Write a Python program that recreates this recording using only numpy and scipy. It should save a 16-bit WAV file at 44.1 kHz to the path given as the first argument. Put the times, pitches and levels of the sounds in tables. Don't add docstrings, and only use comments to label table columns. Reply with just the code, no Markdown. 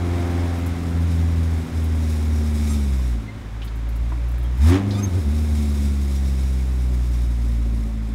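import sys
import numpy as np
from scipy import signal
from scipy.fft import rfft, irfft
from scipy.io import wavfile
from scipy.ndimage import uniform_filter1d

SR = 44100
rng = np.random.default_rng(int(sys.argv[2]) if len(sys.argv) > 2 else 0)


def inscribe(sig):
    pcm = np.round(np.clip(np.atleast_2d(sig).T, -1, 1) * 32767)
    wavfile.write(sys.argv[1], SR, pcm.astype(np.int16))


N = 358974
T = np.arange(N) / SR

# (time [s], firing rate [Hz])
FIRING_RATE = [(0, 87.5), (.32, 86.6), (1.48, 82.2), (1.77, 80.75), (2.76, 73.76), (3.22, 54.23),
               (3.47, 53.4), (3.9, 56), (4.58, 61.1), (4.69, 84.85), (4.78, 97.7), (4.87, 102.6),
               (5.05, 99.4), (5.17, 89.1), (5.27, 74.94), (5.39, 76.57), (5.74, 72.06), (7.09, 59.87),
               (7.96, 54.7)]
# (frequency [Hz], gain [dB])
PIPE_RESPONSE = [(70,0.5),(120,0),(165,-14.5),(212,-1.5),(250,-3),(283,4.5),(322,-12),(368,-2),(410,-14),(495,-16),(555,-15.5),(630,-23.5),(730,-15),(850,-25.5),(1800,-37)]
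# (frequency [Hz], gain [dB])
COCKPIT_RESPONSE = [(105, -38), (118, -34), (136, -36), (147, -42.5), (168, -40.5), (200, -30),
                    (222, -22.5), (243, -30.5), (264, -34), (295, -30.5), (322, -45.5), (350, -28.5),
                    (410, -36.5)]
# (frequency [Hz], relative spectral level [dB])
ROAR_SPECTRUM = [(200,0.5),(400,-8.5),(650,-10.5),(1000,-7),(1600,-10.5),(2170,-10.5),(2800,-17.5),(3600,-17.5),(4400,-23.5),(6600,-27),(10000,-38),(15000,-58)]
# (frequency [Hz], width [Hz], gain [dB])
CASING_MODES = [(3730,400,-1),(5170,520,-2),(5730,13,6.5),(6570,180,-2.5),(7450,180,-3.5),(7970,105,-3),(9190,540,-5.5),(10630,120,-4.5),(12100,220,-9),(14000,700,-19)]
# (frequency [Hz], relative spectral level [dB])
GEAR_HISS_SPECTRUM = [(1200,-40),(2200,7.5),(2900,-4),(5000,-10),(9000,-5.5),(13000,-8),(15500,-12)]
# (time [s], gain [dB])
RATTLE_GAIN = [(0, -49), (1.7, -48.5), (2.7, -42), (3.06, -47), (3.3, -62), (4.84, -55), (4.95, -46.5),
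               (5.85, -43.5), (7.7, -52), (8.14, -56.5)]
# (middle [s], half length [s],
# slip rate [Hz], strongest harmonic [number], spread [harmonics], level [dB])
CLUTCH_SQUEAKS = [(2.714, .06, 1258, 6.2, 1.3, -39), (3.292, 0.032, 2080, 0.78, .3, -40.5),
                  (4.455, .035, 3250, 1, .3, -50.5), (4.954, .032, 1174, 3, .72, -40),
                  (4.993, 0.039, 1230, 3.8, 3, -38.5), (5.043, 0.03, 1274, 5, 0.19, -30),
                  (5.072, .02, 1245, 3.4, .3, -50)]
# (time [s], level [dB])
DOG_TICKS = [(.584, -47), (.66, -39.5), (1.838, -43), (3.646, -44), (3.755, -52), (3.887, -52),
             (3.957, -48), (4.38, -48), (4.429, -49)]
# (time [s], level [dB], ring [Hz], decay [s])
GEAR_KNOCKS = [(3.617, -37, 2870, 0.018), (3.675, -41, 4000, 0.0086), (4.118, -33, 930, 0.012),
               (4.117, -33.5, 279, 0.024), (4.905, -38, 4150, .041)]
# (fullest [s], opening time [s], closing time [s],
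# depth [0-1], extra bark [dB], extra roar [dB], extra boom [dB])
THROTTLE_PRESSES = [(.3, 0.41, 0.42, 0.34, 11.5, 2.5, -2), (4.74, 0.098, .06, 0.98, 7.5, 15.5, 10)]
# (level [dB], gain at full throttle [dB],
# gain at idle [dB], gain under the bridge [dB])
OVERTONES = [(1, 3.5, -1.5, 10), (-5.5, 21, -10, 3), (-12, 18, -13.5, -2)]
# (middle [s], half length [s], gain [dB])
BOOM_DIPS = [(0.599, 0.073, -4.5), (0.775, 0.045, -9.5), (0.886, 0.064, -5.5), (1.678, 0.051, -25),
             (3.313, 0.12, -10), (4.566, 0.026, -6), (4.804, 0.051, -5), (5.163, 0.017, 6.5)]
# (frequency [Hz], relative spectral level [dB])
WIND_SPECTRUM = [(20, -15), (55, 2), (120, -4.5), (300, -18.0), (3000, -54.5)]

LAW_REFERENCE_HZ = 60
BURBLE_LAW = (-47, 19.8, -5.5)
BARK_LAW = (0.038, 0, 4.6)
ROAR_LAW = (-42.5, 4.1, 0)
BOOM_LAW = (-19, -2, -2.5)

ROAR_FADE_DB_PER_S = 0.6
IDLE_FROM_S, IDLE_TO_S, IDLE_FADE_S = 3.3, 4.6, 0.3
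BRIDGE_S, BRIDGE_HALF_S, BRIDGE_BOOM_DB = 1.192, 0.46, 2
JUDDER_S, JUDDER_HALF_S = 5.16, 0.127
PEDAL_LEAD_S = 0.056
LASH_DB = -36
WEAK_BELOW_HZ, WEAK_DB_PER_HZ = 56.65, 2.77
BOOM_WAVER_DB = 0.1
TICK_HZ, TICK_DECAY_S, FAINT_TICK_DB = 12600, 0.014, -50
KNOCK_WIDTH_SHARE, TICK_WIDTH_SHARE = .45, .5
SQUEAK_GLIDE_SHARE = .009
PANEL_HZ, PANEL_WIDTH_HZ, PANEL_DB = 566.7, 32, -57
TREBLE_CUT_HZ = 15720


def undb(db):
    return 10 ** (np.asarray(db) / 20)


def unit(x):
    return x / np.sqrt(np.mean(x ** 2))


def curves(table):
    time_s, *columns = np.transpose(table)
    return [np.interp(T, time_s, column) for column in columns]


def response(hz, points):
    point_hz, db = np.transpose(points)
    return undb(np.interp(np.log(hz + 1), np.log(point_hz), db))


def colour(x, points):
    hz = np.fft.rfftfreq(N, 1 / SR)
    low_cut = np.minimum(hz / points[0][0], 1) ** 2
    return unit(irfft(rfft(x) * response(hz, points) * low_cut, N))


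def ring(x, hz, width_hz):
    hz = min(hz, SR * .45)
    return signal.lfilter(*signal.iirpeak(hz, hz / width_hz, fs=SR), x)


def noise():
    return rng.standard_normal(N)


def walk(rate_hz):
    step = max(int(SR / rate_hz), 2)
    held = noise()[np.arange(N) // step]
    return unit(uniform_filter1d(uniform_filter1d(held, step), step))


def swell(middle_s, half_s):
    return np.exp(-((T - middle_s) / half_s) ** 2)


def puffs(turns, depth):
    return unit(np.exp(depth * np.cos(2 * np.pi * turns)))


def wind():
    return colour(noise(), WIND_SPECTRUM) * undb(-37.5 - 0.18 * T + 2 * walk(12))


def panel():
    hum = ring(ring(noise(), PANEL_HZ, PANEL_WIDTH_HZ), PANEL_HZ, PANEL_WIDTH_HZ)
    return undb(PANEL_DB) * unit(hum)


def clutch(flutter=0.0026, count=10):
    out = np.zeros(N)
    k = np.arange(1, count + 1)[:, None]
    waver = 1 + flutter * walk(270)
    for middle_s, half_s, hz, strongest, spread, db in CLUTCH_SQUEAKS:
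        near = abs(T - middle_s) < half_s
        u = (T[near] - middle_s) / half_s
        slip_hz = hz * (1 + SQUEAK_GLIDE_SHARE * spread * u) * waver[near]
        angle = 2 * np.pi * np.cumsum(slip_hz) / SR
        weight = np.exp(-((k - strongest) / spread) ** 2 / 2)
        weight = weight + undb(-16) * np.exp(-2 * (k - 2 * strongest) ** 2)
        weight = weight + 0.49 * spread * (k == 1)
        squeak = unit((weight * np.sin(k * angle)).sum(0))
        out[near] += undb(db) * squeak * np.cos(np.pi * u / 2) ** 4
    return out


def clicks(rise_s=0.0016, count=4):
    out = np.zeros(N)
    t = T[:SR // 5]
    faint = [(s, FAINT_TICK_DB) for s in rng.uniform(IDLE_FROM_S, IDLE_TO_S, count)]
    ticks = [(s, db, TICK_HZ, TICK_DECAY_S) for s, db in DOG_TICKS + faint]
    for time_s, db, hz, decay_s in GEAR_KNOCKS + ticks:
        grit = rng.standard_normal(len(t))
        if hz < 6000:
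            width_hz = KNOCK_WIDTH_SHARE * hz
            grit = ring(ring(grit, hz, width_hz), hz, width_hz)
        else:
            grit = ring(grit, hz, TICK_WIDTH_SHARE * hz)
        envelope = (1 - np.exp(-t / rise_s)) * np.exp(-t / decay_s)
        start = int(time_s * SR)
        out[start:start + len(t)] += undb(db) * unit(grit) * envelope
    return out


def gear_rattle(firings, grain=0.09, knocks_hz=60, knock_decay_s=0.03):
    knocks = (rng.random(N) < knocks_hz / SR) * rng.uniform(0, .45, N)
    decay = np.exp(-1 / (knock_decay_s * SR))
    bouts = unit(1 + signal.lfilter([1], [1, -decay], knocks))
    crank_turns = firings / 2
    chatter = noise() * np.exp(grain * walk(1500)) * puffs(crank_turns, depth=0.036) * bouts
    modes = [undb(db) * ring(chatter * rng.choice([-1, 1], N), hz, width_hz)
             for hz, width_hz, db in CASING_MODES]
    return undb(-2.5) * unit(sum(modes)) + undb(-5.5) * colour(chatter, GEAR_HISS_SPECTRUM)


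def presses(lead_s=0):
    return np.array([swell(s - lead_s, np.where(T + lead_s < s, opening_s, closing_s))
                     for s, opening_s, closing_s, *_ in THROTTLE_PRESSES])


def throttle(lead_s=0):
    _, _, _, *effects = np.transpose(THROTTLE_PRESSES)
    return np.array(effects) @ presses(lead_s)


def idling():
    return np.clip(np.minimum(T - IDLE_FROM_S, IDLE_TO_S - T) / IDLE_FADE_S + .5, 0, 1)


def law_db(law, hz):
    db, octave_db, idle_db = law
    return db + octave_db * np.log2(hz / LAW_REFERENCE_HZ) + idle_db * idling()


def gas_roar(firings, hz):
    depth = .32 * (hz / hz.max()) ** 3
    gas = noise() * puffs(firings, depth)
    rumble = undb(-8) * colour(gas, PIPE_RESPONSE)
    roar = undb(0.16) * colour(gas * puffs(firings / 2, depth=0.035), ROAR_SPECTRUM)
    return rumble + roar


def exhaust_burble(firings, hz, flicker_db=2.5, whole_db=3, half_db=-4, quarter_db=-4,
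                   bark_hz=650, count=108):
    _, throttle_bark_db, *_ = throttle()
    bark_db = law_db(BARK_LAW, hz) + throttle_bark_db
    wobbles = [walk(24) for _ in range(8)]
    out = 0
    for multiple in np.arange(3, count) / 4:
        if multiple in (1, 2, 3, 4):
            continue
        line_hz = multiple * hz
        if multiple % 1 == 0:
            db = whole_db + bark_db * np.minimum(line_hz / bark_hz, 1) ** 2
        else:
            db = half_db if multiple % 1 == .5 else quarter_db
        wobble = np.roll(wobbles[rng.integers(len(wobbles))], rng.integers(N))
        smear = .017 * multiple * wobble
        wave = np.cos(2 * np.pi * (multiple * firings + rng.random()) + smear)
        gain = undb(db + flicker_db * wobble[::-1]) * response(line_hz, PIPE_RESPONSE)
        out = out + gain * wave
    return undb(law_db(BURBLE_LAW, hz)) * out


def overtone_gains(hz):
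    opening, *_ = throttle()
    idle = idling()
    bridge = swell(BRIDGE_S, BRIDGE_HALF_S)
    gains = []
    for k, (db, throttle_db, idle_db, bridge_db) in enumerate(OVERTONES, 2):
        total_db = db + throttle_db * opening + idle_db * idle + bridge_db * bridge
        gains.append(undb(total_db) * response(k * hz, COCKPIT_RESPONSE))
    return gains


def boom_gain(hz):
    *_, throttle_db = throttle(PEDAL_LEAD_S)
    bridge_db = BRIDGE_BOOM_DB * swell(BRIDGE_S, BRIDGE_HALF_S)
    dips_db = sum(db * swell(middle_s, half_s) for middle_s, half_s, db in BOOM_DIPS)
    weak_db = WEAK_DB_PER_HZ * np.maximum(WEAK_BELOW_HZ - hz, 0)
    waver_db = BOOM_WAVER_DB * walk(6.7)
    return undb(law_db(BOOM_LAW, hz) + throttle_db + bridge_db + dips_db - weak_db + waver_db)


def exhaust_note(firings, hz, shake=0.07, overtone_shake=0.14):
    angle = 2 * np.pi * firings
    boom = boom_gain(hz) * np.sin(angle)
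    overtones = sum(gain * np.sin(k * angle) * (-1) ** (k + 1)
                    for k, gain in enumerate(overtone_gains(hz), 2))
    shaken_boom = boom * (1 + shake * walk(40))
    return np.sqrt(2) * (shaken_boom + overtones * (1 + overtone_shake * walk(40)))


def scene():
    hz, = curves(FIRING_RATE)
    rattle_db, = curves(RATTLE_GAIN)
    early_pedal, *_ = throttle(PEDAL_LEAD_S)
    rattle_gain = undb(rattle_db) + undb(LASH_DB) * early_pedal ** 3
    _, _, throttle_roar_db, _ = throttle()
    roar_db = law_db(ROAR_LAW, hz) + throttle_roar_db - ROAR_FADE_DB_PER_S * T
    judder = swell(JUDDER_S, JUDDER_HALF_S)
    unsteady_hz = hz * (1 + (.002 + .05 * judder) * walk(45))
    firings = np.cumsum(unsteady_hz) / SR
    exhaust = exhaust_note(firings, hz) + exhaust_burble(firings, hz)
    exhaust = exhaust * undb(2 * judder * walk(50))
    background = wind() + panel() + clutch() + clicks()
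    gearbox = rattle_gain * gear_rattle(firings)
    return (background + gearbox + undb(roar_db) * gas_roar(firings, hz) + exhaust)[None]


def record(dry):
    return signal.sosfilt(signal.ellip(12, .1, 90, TREBLE_CUT_HZ, fs=SR, output="sos"), dry)


dry = scene()
out = record(dry)
inscribe(out)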